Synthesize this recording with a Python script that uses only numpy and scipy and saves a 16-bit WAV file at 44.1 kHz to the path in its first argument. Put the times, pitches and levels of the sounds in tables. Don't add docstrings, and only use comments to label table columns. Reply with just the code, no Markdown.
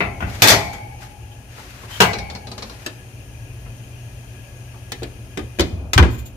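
import sys
import numpy as np
from scipy import signal
from scipy.fft import rfft, irfft, next_fast_len
from scipy.io import wavfile
from scipy.ndimage import map_coordinates

SR = 44100
rng = np.random.default_rng(int(sys.argv[2]) if len(sys.argv) > 2 else 0)


def int16_out(signal):
    q = np.round(np.clip(np.atleast_2d(signal).T, -1, 1) * 32767)
    wavfile.write(sys.argv[1], SR, q.astype(np.int16))


N = 280828


def amp(db):
    return 10 ** (np.asarray(db) / 20)


def unit(x):
    return x / np.sqrt(np.mean(x ** 2) + 1e-20)


def along(points, hz):
    f, v = np.transpose(points)
    return np.interp(np.log(hz + 1), np.log(f + 1), v)


def curves(rows):
    s, *cols = np.transpose(rows)
    return [np.interp(np.arange(N) / SR, s, c) for c in cols]


def wobble(rate):
    return map_coordinates(rng.standard_normal(1024), [np.arange(N) * rate / SR], mode="wrap")


def filtered(x, response):
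    n = x.shape[-1]
    m = next_fast_len(n + 2048, real=True)
    return irfft(rfft(x, m) * response(np.fft.rfftfreq(m, 1 / SR)), m)[..., :n]


def fade(x, decay):
    hz, t, z = signal.stft(x, SR, nperseg=256)
    fall_db = -60 * t / along(decay, hz)[:, None]
    return signal.istft(z * amp(fall_db), SR, nperseg=256)[1][:, :x.shape[-1]]


def add(track, s, sound):
    part = track[:, max(0, round(s * SR)):][:, :sound.shape[-1]]
    part += sound[:, :part.shape[-1]]


def swells(rows, rise_s, fall_s):
    t = np.arange(N) / SR
    total = 0
    for s, length, db in rows:
        rise = np.clip((t - s) / rise_s, 0, 1)
        since_end = np.maximum(t - s - length, 0)
        total = total + rise * amp(db - 60 * since_end / fall_s)
    return total


# (frequency [Hz], side minus mid [dB])
STEREO_WIDTH = [(60, -16.5), (200, -19.5), (380, -9), (700, -5), (1300, 1), (15000, 0)]


def noise(colour, size):
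    def response(hz):
        side = amp(along(STEREO_WIDTH, hz))
        mid_and_side = np.array([np.ones_like(side), side]) / np.hypot(1, side)
        return amp(along(colour, hz)) * mid_and_side
    mid, side = filtered(rng.standard_normal((2, size)), response)
    return unit(np.array([mid + side, mid - side]))


def ring(modes, scatter_db, drift):
    out = np.zeros((2, SR))
    chances = rng.standard_normal((len(modes), 3))
    walks = rng.standard_normal((len(modes), 128))
    for (hz, db, t60), chance, steps in zip(modes, chances, walks):
        t = np.arange(min(SR, int(t60 * SR))) / SR
        walk = np.interp(t, np.linspace(0, 1, len(steps)), np.cumsum(steps) / np.sqrt(len(steps)))
        ears = 2 * amp(along(STEREO_WIDTH, hz)) * chance[1:, None]
        phase = (2 * np.pi * hz * t + drift * walk + ears).astype(np.float32)
        decay = np.exp(-np.log(1000) * t / t60)
        out[:, :len(t)] += amp(db + scatter_db * chance[0]) * decay * np.sin(phase)
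    return out


def blows(hits, colour, decay, attack, clang_db, body_db, crack_db, snap_db, peaky_db):
    size = SR // 3
    track, t, hz = np.zeros((2, N)), np.arange(size) / SR, np.fft.rfftfreq(size, 1 / SR)
    body = 1 / (1 + (hz / 700) ** 6)
    crack = 1 - 1 / (1 + (hz / 3500) ** 6)
    clang = 1 - body - crack
    snap = 1 + amp(snap_db - 60 * t / 0.018)
    onset = (1 - np.exp(-t / attack)) * snap
    for s, db, low, high in hits:
        favoured = np.interp(hz, np.linspace(0, SR / 2, 400), rng.standard_normal(400))
        spectrum = rfft(noise(colour, size=size)) * amp(peaky_db * favoured * (1.5 - body))
        parts = [(body, low + body_db), (clang, clang_db), (crack, high + crack_db)]
        crowd = sum(amp(db + level) * unit(irfft(spectrum * band, size)) for band, level in parts)
        add(track, s, fade(crowd, decay) * onset)
    return track


# (frequency [Hz], t60 [s])
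KITCHEN_DECAY = [(100, 0.63), (1000, 0.49), (4000, 0.51), (12000, 0.47)]


def kitchen(x):
    tail = fade(rng.standard_normal((2, SR // 2)), KITCHEN_DECAY)
    late = np.pad(x, ((0, 0), (400, 0)))
    return signal.fftconvolve(late, tail / np.linalg.norm(tail[0]), axes=1)[:, :N]


# (time [s], gain [dB])
MIC_NEARNESS = [(0, 1), (1.25, -1.5), (2.6, -0.5), (3.2, 0), (4.4, 0.5), (5.4, -.5)]
# (frequency [Hz], relative level per Hz [dB])
RUMBLE_COLOUR = [(13, -54), (22, -24), (55, -1), (91, -4), (114, 1), (134, -13), (146, -22.5), (200, -19.5),
                 (260, -60), (440, -120)]
AIR_COLOUR = [(82, -13), (140, -5.5), (146, -12), (301, -9.5), (329, -23), (359, -7), (389, -15.5),
              (665, -15), (1500, -32.5), (1950, -85), (3300, -120)]
WHIRR_COLOUR = [(760, -43), (1300, -7), (1700, -5), (2100, -5.5), (2700, -13.5), (3300, -9.5), (3700, -11),
                (6600, -7), (7700, -15), (9280, -5.5), (12000, -11), (15400, -17)]
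# (frequency [Hz], bandwidth [Hz], relative level [dB])
FAN_RESONANCES = [(1664, 51, 0), (2463, 186, -4.5), (2760, 400, -6), (3165, 162, -8.5), (5900, 60, -5),
                  (6620, 190, -6)]
HUM_HZ = 120
RUMBLE_DB, AIR_DB, WHIRR_DB, HUM_DB = -40, -46.5, -52, -39.5
HUM_GROWS = 3.4
CLOSING_S, CLOSED_S = 5.6, 5.77
SHUT_WHIRR_DB, SHUT_HUM_DB = -5.5, -11


def oven():
    near_db, = curves(MIC_NEARNESS)
    shut, = curves([(CLOSING_S, 0), (CLOSED_S, 1)])
    white, cavity = rng.standard_normal((2, N)), np.zeros((2, N))
    for hz, width, db in FAN_RESONANCES:
        band = filtered(white, lambda f: 1 / (1 + (2 * (f - hz) / width) ** 2))
        cavity += amp(db + 1.55 * wobble(18)) * band
    whirr = noise(WHIRR_COLOUR, size=N) + amp(-1.5) * unit(cavity)
    whirr = amp(WHIRR_DB + SHUT_WHIRR_DB * shut) * whirr
    hum_db = HUM_DB + HUM_GROWS * near_db + SHUT_HUM_DB * shut + 1.72 * wobble(5.22)
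    hum = amp(hum_db) * np.sin(2 * np.pi * HUM_HZ * np.arange(N) / SR + .1 * wobble(5.5))
    air = amp(AIR_DB + 0.2 * wobble(4.4)) * noise(AIR_COLOUR, size=N)
    rumble = amp(RUMBLE_DB + 1.3 * wobble(3.18)) * noise(RUMBLE_COLOUR, size=N)
    return hum + amp(near_db) * (air + whirr) + rumble


# (start [s], length [s], level [dB])
MOTIONS = [(0, .75, -37), (2.05, 0.65, -46.5), (5.62, 0.24, -36.5)]


def handling():
    rush = noise(RUMBLE_COLOUR, size=N) + amp(-4.0) * noise(AIR_COLOUR, size=N)
    return swells(MOTIONS, rise_s=0.051, fall_s=0.7) * rush


# (time [s], level [dB])
PANEL_PUSHES = [(0.036, -26.5), (0.227, -20.5), (0.47, -35), (2.02, -24), (2.19, -27), (5.405, -29.5),
                (5.6, -15.5), (5.73, -24), (5.82, -30), (5.961, -8), (5.988, -6)]
# (frequency [Hz], relative level [dB], t60 [s])
PANEL_RING = [(70, -2.5, 0.44), (85.4, 0.5, 0.23), (103, -3, 0.096), (131.4, -10.5, 0.23),
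              (175.5, -10.5, 0.32), (227.7, -19.5, 0.58), (314.7, -16.5, 0.21)]
REBOUND_S, REBOUND_DB = .033, -2.5
SHUDDER_DB, SHUDDER_T60_S = -14, 1


def panels():
    track, t = np.zeros((2, N)), np.arange(SR) / SR
    for s, db in PANEL_PUSHES:
        for late, change_db in [(0, 0), (REBOUND_S, REBOUND_DB)]:
            boom = ring(PANEL_RING, scatter_db=1.5, drift=4.1) * (1 - np.exp(-t / 0.0051))
            add(track, s + late, amp(db + change_db) * boom)
        shudder = noise(RUMBLE_COLOUR, size=SR) * (1 - np.exp(-t / 0.027))
        add(track, s, amp(db + SHUDDER_DB - 60 * t / SHUDDER_T60_S) * shudder)
    return track


# (frequency [Hz], relative level [dB], t60 [s])
SPRING_RING = [(305, -1, .13), (371, -1, .15), (480, -4, .13), (1335, -12, .2), (2455, -19, 1.0),
               (3117, -19, .25), (3537, -12, .22), (4215, -19, .2), (5200, -22, .25), (6864, -21, .3)]


def springs(hits, reach_db):
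    track = np.zeros((2, N))
    for s, db, _, _ in hits:
        add(track, s, amp(db + reach_db) * ring(SPRING_RING, scatter_db=1, drift=16))
    return track


# (time [s], level [dB], body trim [dB], crack trim [dB])
RACK_CLICKS = [(2.862, -24, -1.5, 0.5), (4.919, -25, -2.5, 0.5), (5.021, -37.5, 13, -16),
               (5.031, -30, 3, -2.5)]
HINGE_KNOCKS = [(5.373, -26, 9.5, -5.5), (5.391, -33, 8, -9), (5.587, -25, 4, -11), (5.595, -14, 5, -5),
                (5.606, -22, 0, 4)]
# (frequency [Hz], relative level per Hz [dB])
HINGE_COLOUR = [(88, -28), (150, -23), (330, -4.5), (500, -14), (900, -19.5), (1400, -17.5), (2590, -14),
                (3600, -18), (6500, -24), (8500, -29), (13000, -32.5), (15400, -30.5)]
# (frequency [Hz], t60 [s])
HINGE_DECAY = [(300, 0.2), (2000, 0.15), (12000, 0.039)]


def hinges():
    track = blows(RACK_CLICKS + HINGE_KNOCKS, HINGE_COLOUR, HINGE_DECAY, attack=0.0013, clang_db=-5.0,
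                  body_db=-3.5, crack_db=-1.0, snap_db=4, peaky_db=4.5)
    return track + springs(HINGE_KNOCKS, reach_db=-11)


# (time [s], level [dB], body trim [dB], crack trim [dB])
DOOR_BLOWS = [(5.933, -14.5, -17, 4), (5.978, 1.5, -14, -11.5), (5.998, -20, 0.5, -30),
              (6.026, -11, -7, -14), (6.044, -27.5, 5.5, -11)]
# (frequency [Hz], relative level per Hz [dB])
DOOR_TONE = [(59, -27), (100, -17), (160, -13), (330, -2.5), (480, -10.5), (750, -15), (1150, -10),
             (1800, -14.5), (2700, -15.5), (4300, -20.5), (7000, -26), (13000, -39), (15400, -34.5)]
# (frequency [Hz], t60 [s])
DOOR_FALL = [(200, 0.44), (1200, 0.14), (4000, 0.084), (12000, 0.07)]
# (start [s], length [s], level [dB])
SETTLE_PUFFS = [(6.095, 0.059, -45.5), (6.175, 0.021, -42), (6.25, .016, -41.5)]
# (frequency [Hz], relative level per Hz [dB])
PUFF_COLOUR = [(1000, -39.5), (3000, 1.5), (6000, -10), (6900, 7.5), (8000, -8), (11000, -6), (14000, 2),
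               (15500, -5)]


def door():
    track = blows(DOOR_BLOWS, DOOR_TONE, DOOR_FALL, attack=0.0004, clang_db=-6.0,
                  body_db=-4, crack_db=-4.0, snap_db=-8, peaky_db=2.5)
    track += springs(DOOR_BLOWS, reach_db=-22)
    puffs = swells(SETTLE_PUFFS, rise_s=0.015, fall_s=0.12) * amp(1.58 * wobble(90))
    return track + puffs * noise(PUFF_COLOUR, size=N)


# (start [s], length [s], level [dB])
BRUSH_STROKES = [(.26, .2, -37.5), (.98, 0.056, -43), (1.48, 0.37, -44.5), (1.88, 0.16, -40),
                 (2.58, 0.29, -48)]
# (start [s], length [s], level [dB])
RIM_SQUEAKS = [(1.3, 0.023, -44), (1.89, .1, -41)]
# (frequency [Hz], relative level per Hz [dB])
BRUSH_TONE = [(240, -60), (550, -6), (1900, -4), (3190, -8.5), (4200, -9), (7000, -12), (8500, -19),
              (13500, -17.5), (15400, -27)]
SQUEAK_TONE = [(2300, -35), (2950, -11), (3100, 3), (3300, -11), (4500, -26)]
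# (time [s], level [dB], gap to second tick [s], second re first [dB])
WIRE_TICKS = [(2.132, -19, .053, -5), (2.299, -27.5, 0.051, 1.5), (2.470, -29.5, 0.045, 2),
              (2.579, -26, .044, 2), (2.696, -30.5, .05, -12)]
# (time [s], level [dB])
RACK_NUDGES = [(1.58, -28), (1.835, -29), (3.66, -33), (4.74, -34)]
# (frequency [Hz], relative level per Hz [dB])
SLIP_TONE = [(88, -36), (150, -14), (189, 3), (326, -7.5), (373, 2.5), (826, -6.5), (1130, -9),
             (2440, -15.5), (3400, -24.5), (4050, -20.5), (15400, -57.5)]
# (frequency [Hz], t60 [s])
SLIP_FALL = [(300, 0.32), (2000, 0.11), (5000, 0.13), (13000, 0.042)]
TICK_BODY_DB, TICK_CRACK_DB = -4.5, -6
NUDGE_BODY_DB, NUDGE_CRACK_DB = -9, -37


def sliding():
    contacts = []
    for s, db, gap, off_db in WIRE_TICKS:
        contacts.append((s, db, TICK_BODY_DB, TICK_CRACK_DB))
        contacts.append((s + gap, db + off_db, TICK_BODY_DB, TICK_CRACK_DB))
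    contacts += [(s, db, NUDGE_BODY_DB, NUDGE_CRACK_DB) for s, db in RACK_NUDGES]
    slips = blows(contacts, SLIP_TONE, SLIP_FALL, attack=0.0012, clang_db=-11.5,
                  body_db=-7, crack_db=0.0, snap_db=-3.5, peaky_db=3.0)
    squeak = swells(RIM_SQUEAKS, rise_s=0.034, fall_s=.08) * amp(1.8 * wobble(49.7))
    squeak = squeak * noise(SQUEAK_TONE, size=N)
    brush = swells(BRUSH_STROKES, rise_s=0.051, fall_s=0.33) * amp(2.1 * wobble(70))
    brush = brush * noise(BRUSH_TONE, size=N)
    return slips + squeak + brush


# (time [s], level [dB], body trim [dB], crack trim [dB], rock back re strike [dB])
RIM_STRIKES = [(0.005, -9, -7.5, -31, -15), (0.205, -22, -7.5, -23, 2.5), (0.42, -3, -9.5, -1.5, -2.5),
               (0.473, -7, -16, -3.5, -6), (0.483, -9.5, -5.5, 4, 3), (0.519, -6, -11.5, -9.5, -6),
               (0.731, -31, -11, -7.5, -6)]
# (time [s], level [dB], body trim [dB], crack trim [dB])
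FLAT_DROP = [(2.003, 0.5, -7, -10.5), (2.017, -2, -22, -11)]
# (frequency [Hz], relative level per Hz [dB])
STRIKE_COLOUR = [(35, -45), (70, -16), (110, 9.5), (180, 2), (270, 2), (450, -4.5), (720, 1.5), (1100, -6),
                 (1500, 1), (2500, -6.5), (4000, -14), (7000, -19.5), (9000, -28), (13000, -23),
                 (15400, -35.5)]
FLAT_COLOUR = [(40, -25), (110, -14), (190, 1), (300, -10.5), (470, 6), (600, -4), (1000, -1), (1700, -7.5),
               (2300, -13), (3000, -4), (3600, -9), (7000, -15.5), (9000, -22.5), (13000, -27.5),
               (15400, -24)]
# (frequency [Hz], t60 [s])
STRIKE_DECAY = [(150, 0.33), (700, 0.31), (2000, 0.23), (5000, 0.2), (13000, 0.15)]
FLAT_DECAY = [(150, 0.36), (700, 0.18), (2000, 0.21), (5000, 0.11), (13000, 0.17)]
# (frequency [Hz], relative level [dB], t60 [s])
TRAY_RING = [(109.9, -2, 0.81), (188.6, -5, 0.55), (402, -3.5, 0.51), (502.5, -2.5, 0.23),
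             (639, -2.5, 0.58), (695, -0.5, 0.63), (782, -13.5, 2.15), (820, -8, 1), (835, -20, 3.66),
             (838, -10.5, 1.7), (886, -20.5, 1.4), (1050, -4.5, 0.48), (1272, -7, 0.24), (1306, -27, 0.31),
             (1370, -9, 0.21), (1570, -4, 0.13), (2000, -2.5, 0.4), (2024, -5, 0.46), (2190, -8, 0.77),
             (2186, -9.5, 1.02), (2277, -8.5, 1.03), (2386, -12.5, 0.87), (2530, -3.5, 0.38),
             (3010, -22, 0.65), (3060, -11, 0.093), (3840, -28, 0.16), (3930, -16, 0.21), (4480, -15, 0.86),
             (4480, -11, 0.3), (5700, -6, 0.27)]
ROCK_S, ROCK_BODY_DB, ROCK_CRACK_DB = .019, 3, -5.5
TILT_ABOVE_HZ = 2500


def tray():
    contacts = []
    for s, db, body, crack, rock in RIM_STRIKES:
        contacts.append((s, db, body, crack))
        contacts.append((s + ROCK_S, db + rock, body + ROCK_BODY_DB, crack + ROCK_CRACK_DB))
    track = blows(contacts, STRIKE_COLOUR, STRIKE_DECAY, attack=0.00058, clang_db=-8.5,
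                  body_db=-6, crack_db=-1, snap_db=-2.0, peaky_db=4.0)
    track += blows(FLAT_DROP, FLAT_COLOUR, FLAT_DECAY, attack=0.00093, clang_db=-6.5,
                   body_db=-6.0, crack_db=-1.5, snap_db=-1.5, peaky_db=3)
    for s, db, _, crack in contacts:
        tilted = []
        for hz, level, t60 in TRAY_RING:
            octaves_above = max(0, np.log2(hz / TILT_ABOVE_HZ))
            tilted.append((hz, level + .4 * crack * octaves_above, t60))
        add(track, s, amp(db - 20) * ring(tilted, scatter_db=1.5, drift=7.97))
    for s, db, _, _ in FLAT_DROP:
        add(track, s, amp(db - 23.0) * ring(TRAY_RING, scatter_db=0, drift=10.65))
    return track


def lean(x, balance):
    return filtered(x, lambda hz: amp(np.outer([.5, -.5], along(balance, hz))))


# (frequency [Hz], left minus right [dB])
METAL_LEAN = [(100, 0), (380, 0), (700, 3.5), (1300, 5.5), (2380, 8.5), (4400, 1.5), (8100, 2), (15000, 2)]
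OVEN_LEAN = [(100, 2), (380, -.5), (700, 1), (1290, 8), (2380, 12), (4390, 7), (8100, 1.5), (15000, 5)]


def scene():
    metal = tray() + sliding() + hinges() + door()
    in_room = lean(metal + amp(-16.0) * kitchen(metal), METAL_LEAN)
    return in_room + panels() + handling() + lean(oven(), OVEN_LEAN)


TOP_HZ = 15569


def record(dry):
    clipped = dry / (1 + np.abs(dry) ** 4) ** (1 / 4)

    def response(hz):
        bass_cut = hz ** 2 / np.hypot(hz ** 2, 28 ** 2)
        return bass_cut / (1 + (hz / TOP_HZ) ** 160)
    return filtered(clipped, response)


dry = scene()
out = record(dry)
int16_out(out)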